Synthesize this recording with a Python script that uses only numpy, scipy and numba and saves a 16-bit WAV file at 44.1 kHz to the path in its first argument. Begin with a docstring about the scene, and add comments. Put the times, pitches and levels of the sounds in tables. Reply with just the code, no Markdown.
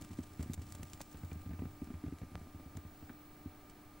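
"""Footsteps on loose rock

A hiker shifts his feet on a quiet hilltop, a few metres from a hand-held tape camera. Stones and gear
click, grit crackles, and dull knocks, probably from the hand gripping the camera, make its body ring.
Underneath are a light wind rumble, the whine of the tape drive, a thin whistle and hiss.
The camera's automatic volume control turns everything down for a moment after sharp clicks."""
import sys
import numpy as np
from scipy import signal
from scipy.fft import rfft, irfft
from scipy.io import wavfile
from scipy.ndimage import uniform_filter1d
from numba import njit

SR = 44100
rng = np.random.default_rng(int(sys.argv[2]) if len(sys.argv) > 2 else 0)


def generate_wav(sig):
    """Save sig (samples, or channels by samples) to the path in sys.argv[1] as 16-bit PCM at SR."""
    pcm = np.round(np.clip(np.atleast_2d(sig).T, -1, 1) * 32767).astype(np.int16)
    wavfile.write(sys.argv[1], SR, pcm)


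N = 176400  # 4 seconds


def undb(db):
    """Turn decibels into a number to multiply by."""
    return 10 ** (np.asarray(db) / 20)


def colour(x, points):
    """Shape the tone of x along a (frequency [Hz], level [dB]) curve; white noise keeps its power."""
    hz, db = np.array(points, float).T
    gain = undb(np.interp(np.log(np.arange(N // 2 + 1) * SR / N + 1), np.log(hz), db))
    cepstrum = irfft(np.log(gain / np.sqrt(np.mean(gain ** 2))), N)
    # folding this in half makes the filter ring after a click, not before it
    cepstrum[1:N // 2] *= 2
    cepstrum[N // 2 + 1:] = 0
    return irfft(rfft(x) * np.exp(rfft(cepstrum)), N)


def noise(points):
    """Noise with the given tone curve and a typical size of 1."""
    return colour(rng.standard_normal(N), points)


def wander(rate):
    """A smooth random wobble of typical size 1, with `rate` new values a second."""
    hold = int(SR / rate)
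    steps = np.repeat(rng.standard_normal(N // hold + 1), hold)
    smooth = uniform_filter1d(uniform_filter1d(steps, hold), hold)[:N]
    return smooth / smooth.std()


def curve(points):
    """A volume that follows (time [s], level [dB]) points."""
    return undb(np.interp(np.arange(N) / SR, *np.array(points).T))


def add(out, start, x):
    """Mix x into out, beginning at `start` seconds."""
    i = max(int(start * SR), 0)
    out[i:i + len(x)] += x[:max(N - i, 0)]


def ring(modes, t, detune=0.065):
    """A struck object rings with a few fading tones, each a little off pitch at random."""
    shifts = 1 + detune * rng.uniform(-1, 1, len(modes))
    return sum(undb(db) * np.sin(2 * np.pi * hz * shift * t) * np.exp(-np.log(1000) * t / ring_s)
               for (hz, db, ring_s), shift in zip(modes, shifts))


def stone_clicks():
    """Stones and gear hit together: a rough, bright crack with a duller clack and a short tail."""
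    # each click (time [s], relative level [dB], clack compared with crack [dB], fade time [s])
    clicks = [(0.012,-41,-6,0.002),(0.021,-49,9,0.0025),(0.046,-47,10,0.0023),(0.132,-50,11,0.0017),(0.233,-47.5,3.5,.003),(0.401,-50,5,0.0027),(.406,-50,12,0.0021),(0.427,-39,-5,0.0029),(0.534,-43.5,-3,0.0056),(.540,-31,-2,0.0013),(0.617,-50.5,6.5,0.011),(.666,-52.5,5,.003),(0.7222,-42.5,-2,0.0033),(.749,-39.5,1.5,0.0028),(0.8305,-40,1.5,.002),(0.899,-46.5,1,0.0015),(0.9331,-42,3,0.0023),(0.941,-53,-7,0.0029),(1.004,-43,-7,0.0014),(1.012,-38,2,0.0082),(1.114,-54.5,1,0.01),(1.127,-51.5,-4,0.0023),(1.171,-49.5,6,0.0019),(1.248,-50,-17,0.0015),(1.329,-51,-10,0.0022),(1.843,-52.5,-3,0.0014),(2.1853,-50,5,0.0038),(2.393,-55,-17,0.0027),(2.769,-47,-2,0.0026),(3.697,-53.5,4.5,0.0082)]
    # tone of the bright crack (frequency [Hz], level [dB])
    crack_tone = [(1500,-30),(3000,-9.5),(4500,-9),(5900,-4.5),(6600,-4),(7300,0),(8600,-4.5),(10500,-9),(15000,-7.5)]
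    # tone of the dull clack (frequency [Hz], level [dB])
    clack_tone = [(200,16.5),(500,-1),(850,-1),(1400,-3.5),(2600,-5),(4500,-11),(9000,-21)]
    rise_s, tail_s, roughness = 0.00016, 0.009, 0.51
    t, crack, clack = np.arange(SR // 10) / SR, np.zeros(N), np.zeros(N)
    rise = 1 - np.exp(-t / rise_s)
    tail = undb(-10) * np.exp(-t / tail_s)
    for start, db, clack_db, fade_s in clicks:
        shape = undb(db - 5.5) * rise * (np.exp(-t / fade_s) + tail)
        add(crack, start, shape)
        add(clack, start, shape * undb(clack_db))
    chatter = np.exp(roughness * wander(1500) - roughness ** 2) * rng.standard_normal((2, N))
    return colour(crack * chatter[0], crack_tone) + colour(clack * chatter[1], clack_tone)


def tipping_rocks():
    """Larger rocks ring briefly as they tip under a boot."""
    # each tipping rock (time [s], level [dB], pitch [Hz])
    taps = [(1.315, -51.5, 2280), (3.095, -47, 1480)]
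    # a rock's tones (multiple of the pitch, level [dB], time to fade by 60 dB [s])
    rock_modes = [(1, -1, 0.024), (1.25, -5, 0.014), (1.55, -13, 0.018)]
    t, out = np.arange(SR // 20) / SR, np.zeros(N)
    for start, db, hz in taps:
        modes = [(hz * multiple, mode_db, ring_s) for multiple, mode_db, ring_s in rock_modes]
        add(out, start, undb(db) * ring(modes, t))
    return out


def dry_tick(start=2.355, peak_db=-30, rise_s=0.000095):
    """One tiny pulse makes a dry tick right at the microphone."""
    t, out = np.arange(SR // 20) / SR, np.zeros(N)
    add(out, start, undb(peak_db) * (t / rise_s) * np.exp(1 - t / rise_s))
    return out


def grit(grains_per_s=700, fade_s=0.0025):
    """Grains crackle under the soles while the feet move, each a tiny burst of noise."""
    # how loudly the boots scuff (time [s], level [dB])
    scuff = [(0,-64),(.3,-69.5),(.42,-68.5),(.65,-65.5),(.95,-67.5),(1.2,-71),(1.45,-73.5),(2.3,-78),(3,-77),(4,-95)]
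    # tone of the grains (frequency [Hz], level [dB])
    grit_tone = [(600,-5),(1500,-6.5),(3000,-5.5),(4500,-6),(5900,-4.5),(6600,-5.5),(7300,-0.5),(8600,-3),(10500,-10.5),(15000,-13.5)]
    hits = (rng.random(N) < grains_per_s / SR).astype(float)
    bursts = signal.lfilter([1], [1, -np.exp(-1 / (fade_s * SR))], hits)
    grains = colour(bursts * rng.standard_normal(N), grit_tone)
    return grains / grains.std() * curve(scuff)


def camera_knocks():
    """Soft pushes on the camera body each make a low thud, a hollow ring and a short rub."""
    # each knock, in relative levels (time [s], thud [dB], hollow ring [dB], rub [dB])
    knocks = [(0.012, -48, -49, -60), (0.106, -45, -46, -60.5), (0.188, -43.5, -32.5, -55.5),
              (0.394, -34.5, -37.5, -56), (0.409, -58.5, -66, -59.5), (0.431, -48, -45, -56.5),
              (0.459, -57, -44.5, -66), (0.497, -37.5, -36, -60.5), (0.538, -54, -53, -61),
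              (0.576, -34.5, -61, -55.5), (0.591, -44, -48.5, -60), (0.614, -50, -45, -61),
              (0.747, -53, -52.5, -60), (0.796, -43.5, -51, -61), (0.826, -43.5, -68, -65),
              (0.934, -47.5, -69, -65), (1.006, -49.5, -73, -49.5), (1.145, -44.5, -55, -58),
              (1.234, -39, -50, -59.5), (1.317, -40.5, -45, -55), (1.356, -41, -50, -64),
              (1.46, -41.5, -44.5, -60), (1.492, -41, -47.5, -66), (1.509, -41, -47, -56.5),
              (1.533, -43, -44.5, -58), (1.591, -38.5, -48.5, -55), (1.62, -39.5, -33.5, -57),
              (1.654, -40, -42, -56.5), (1.818, -42, -36.5, -61), (1.872, -59, -45, -60.5),
              (1.903, -64, -36.5, -60.5), (1.939, -39.5, -49.5, -58), (2.038, -50, -36, -59),
              (2.062, -38, -51, -58), (2.081, -40.5, -45.5, -59.5), (2.123, -43, -38, -61),
              (2.216, -40.5, -54.5, -57.5), (2.233, -42, -45.5, -62), (2.317, -51, -48, -67),
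              (2.347, -40, -62, -61), (2.376, -44.5, -53, -62), (2.413, -49, -49, -64),
              (2.47, -66, -47, -69), (2.546, -46, -50.5, -65), (2.597, -55, -47, -61.5),
              (2.66, -47, -47.5, -72), (2.751, -44, -53, -64), (2.771, -47, -46, -59.5),
              (2.849, -45.5, -50.5, -61), (3.025, -49.5, -51, -61.5), (3.099, -57, -43.5, -57),
              (3.458, -44.5, -39.5, -65)]
    # the body's low tones (frequency [Hz], level [dB], time to fade by 60 dB [s])
    thud_modes = [(84.3, -2.5, .15), (103.4, -8, 0.089), (147, -2, 0.061)]
    # its hollow tones (frequency [Hz], level [dB], time to fade by 60 dB [s])
    hollow_modes = [(205, -8.5, 0.03), (264.4, 2, 0.039), (302, -5.5, 0.044), (366, -11.5, 0.053)]
    # tone of the rub (frequency [Hz], level [dB])
    rub_tone = [(200, -4.5), (500, 2), (1000, -6.5), (2300, -11.5), (3500, -22), (8000, -35)]
    thud_rise_s, hollow_rise_s, rub_fade_s = 0.0052, 0.0086, 0.0072
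    t, body, rub = np.arange(SR // 4) / SR, np.zeros(N), np.zeros(N)
    push = 1 - np.exp(-t / thud_rise_s)
    swell = 2 * (1 - np.exp(-t / hollow_rise_s))
    for start, thud_db, hollow_db, rub_db in knocks:
        thud = push * undb(thud_db + 8.5) * ring(thud_modes, t)
        hollow = swell * undb(hollow_db + 7) * ring(hollow_modes, t)
        add(body, start, thud - hollow)
        add(rub, start, undb(rub_db + 4.5) * np.exp(-t / rub_fade_s))
    # keep the body's sound between 52 and 443 Hz
    body = signal.sosfilt(signal.butter(3, 52, "high", fs=SR, output="sos"), body)
    body = signal.sosfiltfilt(signal.butter(3, 443, fs=SR, output="sos"), body)
    return body + rub * noise(rub_tone)


def wind():
    """Gusts of wind rumble over a steady rush of air."""
    # tone of the rumble (frequency [Hz], level [dB])
    wind_tone = [(20,-20),(45,-31.5),(80,2.5),(130,-4),(250,-16.5),(500,-39),(2000,-48)]
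    # rise and fall of the gusts (time [s], level [dB])
    gusts = [(0,-54),(.35,-58),(.55,-50.5),(1,-61.5),(1.5,-57),(2.3,-68.5),(3,-66.5),(4,-67)]
    # tone of the steady air (frequency [Hz], level [dB])
    air_tone = [(20,4.5),(45,-2),(85,-3.5),(130,-6.5),(240,-4),(340,-5.5),(450,-13.5),(750,-12.5),(1100,-16),(2300,-21),(3300,-26),(4300,-26),(6500,-30),(11000,-30.5),(15500,-32.5)]
    flutter = undb(2 * wander(23))
    return curve(gusts) * flutter * noise(wind_tone) + undb(-59.5) * noise(air_tone)


def tape_drive():
    """The tape drive whines with several tones that waver in level and pitch."""
    # tones of the whine (frequency [Hz], average level [dB])
    tones = [(300,-64),(400,-78),(600,-77.5),(725,-81.5),(750,-77.5),(775,-82.5),(850,-86.5),(900,-83.5),(1200,-71.5),(1300,-80),(1600,-84.5),(1700,-91),(2275,-82.5),(2350,-86),(4200,-88)]
    t, out = np.arange(N) / SR, np.zeros(N)
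    for hz, db in tones:
        level = np.sqrt(2) * undb(db + wander(8.3))
        phase = 2 * np.pi * (hz * t + rng.random()) + 0.31 * wander(12)
        out += level * np.sin(phase)
    return out


def scan_whistle(line_hz=15625, buzz_hz=50):
    """The camera scans its picture line by line, making a thin, very high whistle with a buzz."""
    # how the whistle swells and sinks (time [s], level [dB])
    swells = [(0,-70),(1.2,-64),(1.8,-66.5),(2.2,-77),(2.6,-67),(3.15,-63),(4,-69)]
    t = np.arange(N) / SR
    buzz = 0.5 + buzz_hz * t % 1
    return np.sqrt(2) * curve(swells) * buzz * np.sin(2 * np.pi * line_hz * t)


def wide_hiss():
    """A faint hiss sounds wide because left and right swing in opposite directions."""
    # tone of the hiss (frequency [Hz], level [dB])
    hiss_tone = [(100, -3), (320, 0), (650, 0.5), (1500, -21), (3000, -18.5),
                 (5500, 3.5), (7500, 1), (12000, 4), (15500, 3.5)]
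    hiss = undb(-73.5) * noise(hiss_tone)
    return np.array([hiss, -hiss])


def microphone(x):
    """Two close openings hear low sounds alike and high sounds out of step, giving left and right."""
    # how far the left opening is ahead of the right (frequency [Hz], phase lead [radians])
    left_lead = [(0, 0.0067), (500, 0.03), (1400, 0.04), (4500, 0.083), (7400, 1.43), (12000, 2),
                 (15600, 2.07)]
    lead = np.interp(np.arange(N // 2 + 1) * SR / N, *np.array(left_lead).T)
    return irfft(rfft(x) * np.exp(.5j * np.array([lead, -lead])), N)


def scene():
    """Knocks, footsteps and whistle in stereo, over wind and whine in the middle and a wide hiss."""
    nearby = camera_knocks() + stone_clicks() + tipping_rocks() + dry_tick() + grit() + scan_whistle()
    return microphone(nearby) + wind() + tape_drive() + wide_hiss()


@njit
def follow(x, rise_s, fall_s):
    """Track the level of x, with one speed going up and another coming down."""
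    out, level = np.empty(len(x)), 0.
    for i in range(len(x)):
        level += (x[i] - level) / (SR * (rise_s if x[i] > level else fall_s))
        out[i] = level
    return out


def record(dry):
    """The camera turns the volume down when the treble gets loud, then cuts the very highest sounds."""
    treble_hz, threshold_db, top_hz = 3000, -54, 15800
    treble = signal.sosfilt(signal.butter(2, treble_hz, "high", fs=SR, output="sos"), dry.mean(axis=0))
    treble_level = follow(np.abs(treble), rise_s=0.0059, fall_s=0.15)
    gain = 1 / np.maximum(treble_level / undb(threshold_db), 1)
    return signal.sosfilt(signal.ellip(10, .2, 70, top_hz, fs=SR, output="sos"), dry * gain)


dry = scene()
out = record(dry)
generate_wav(out)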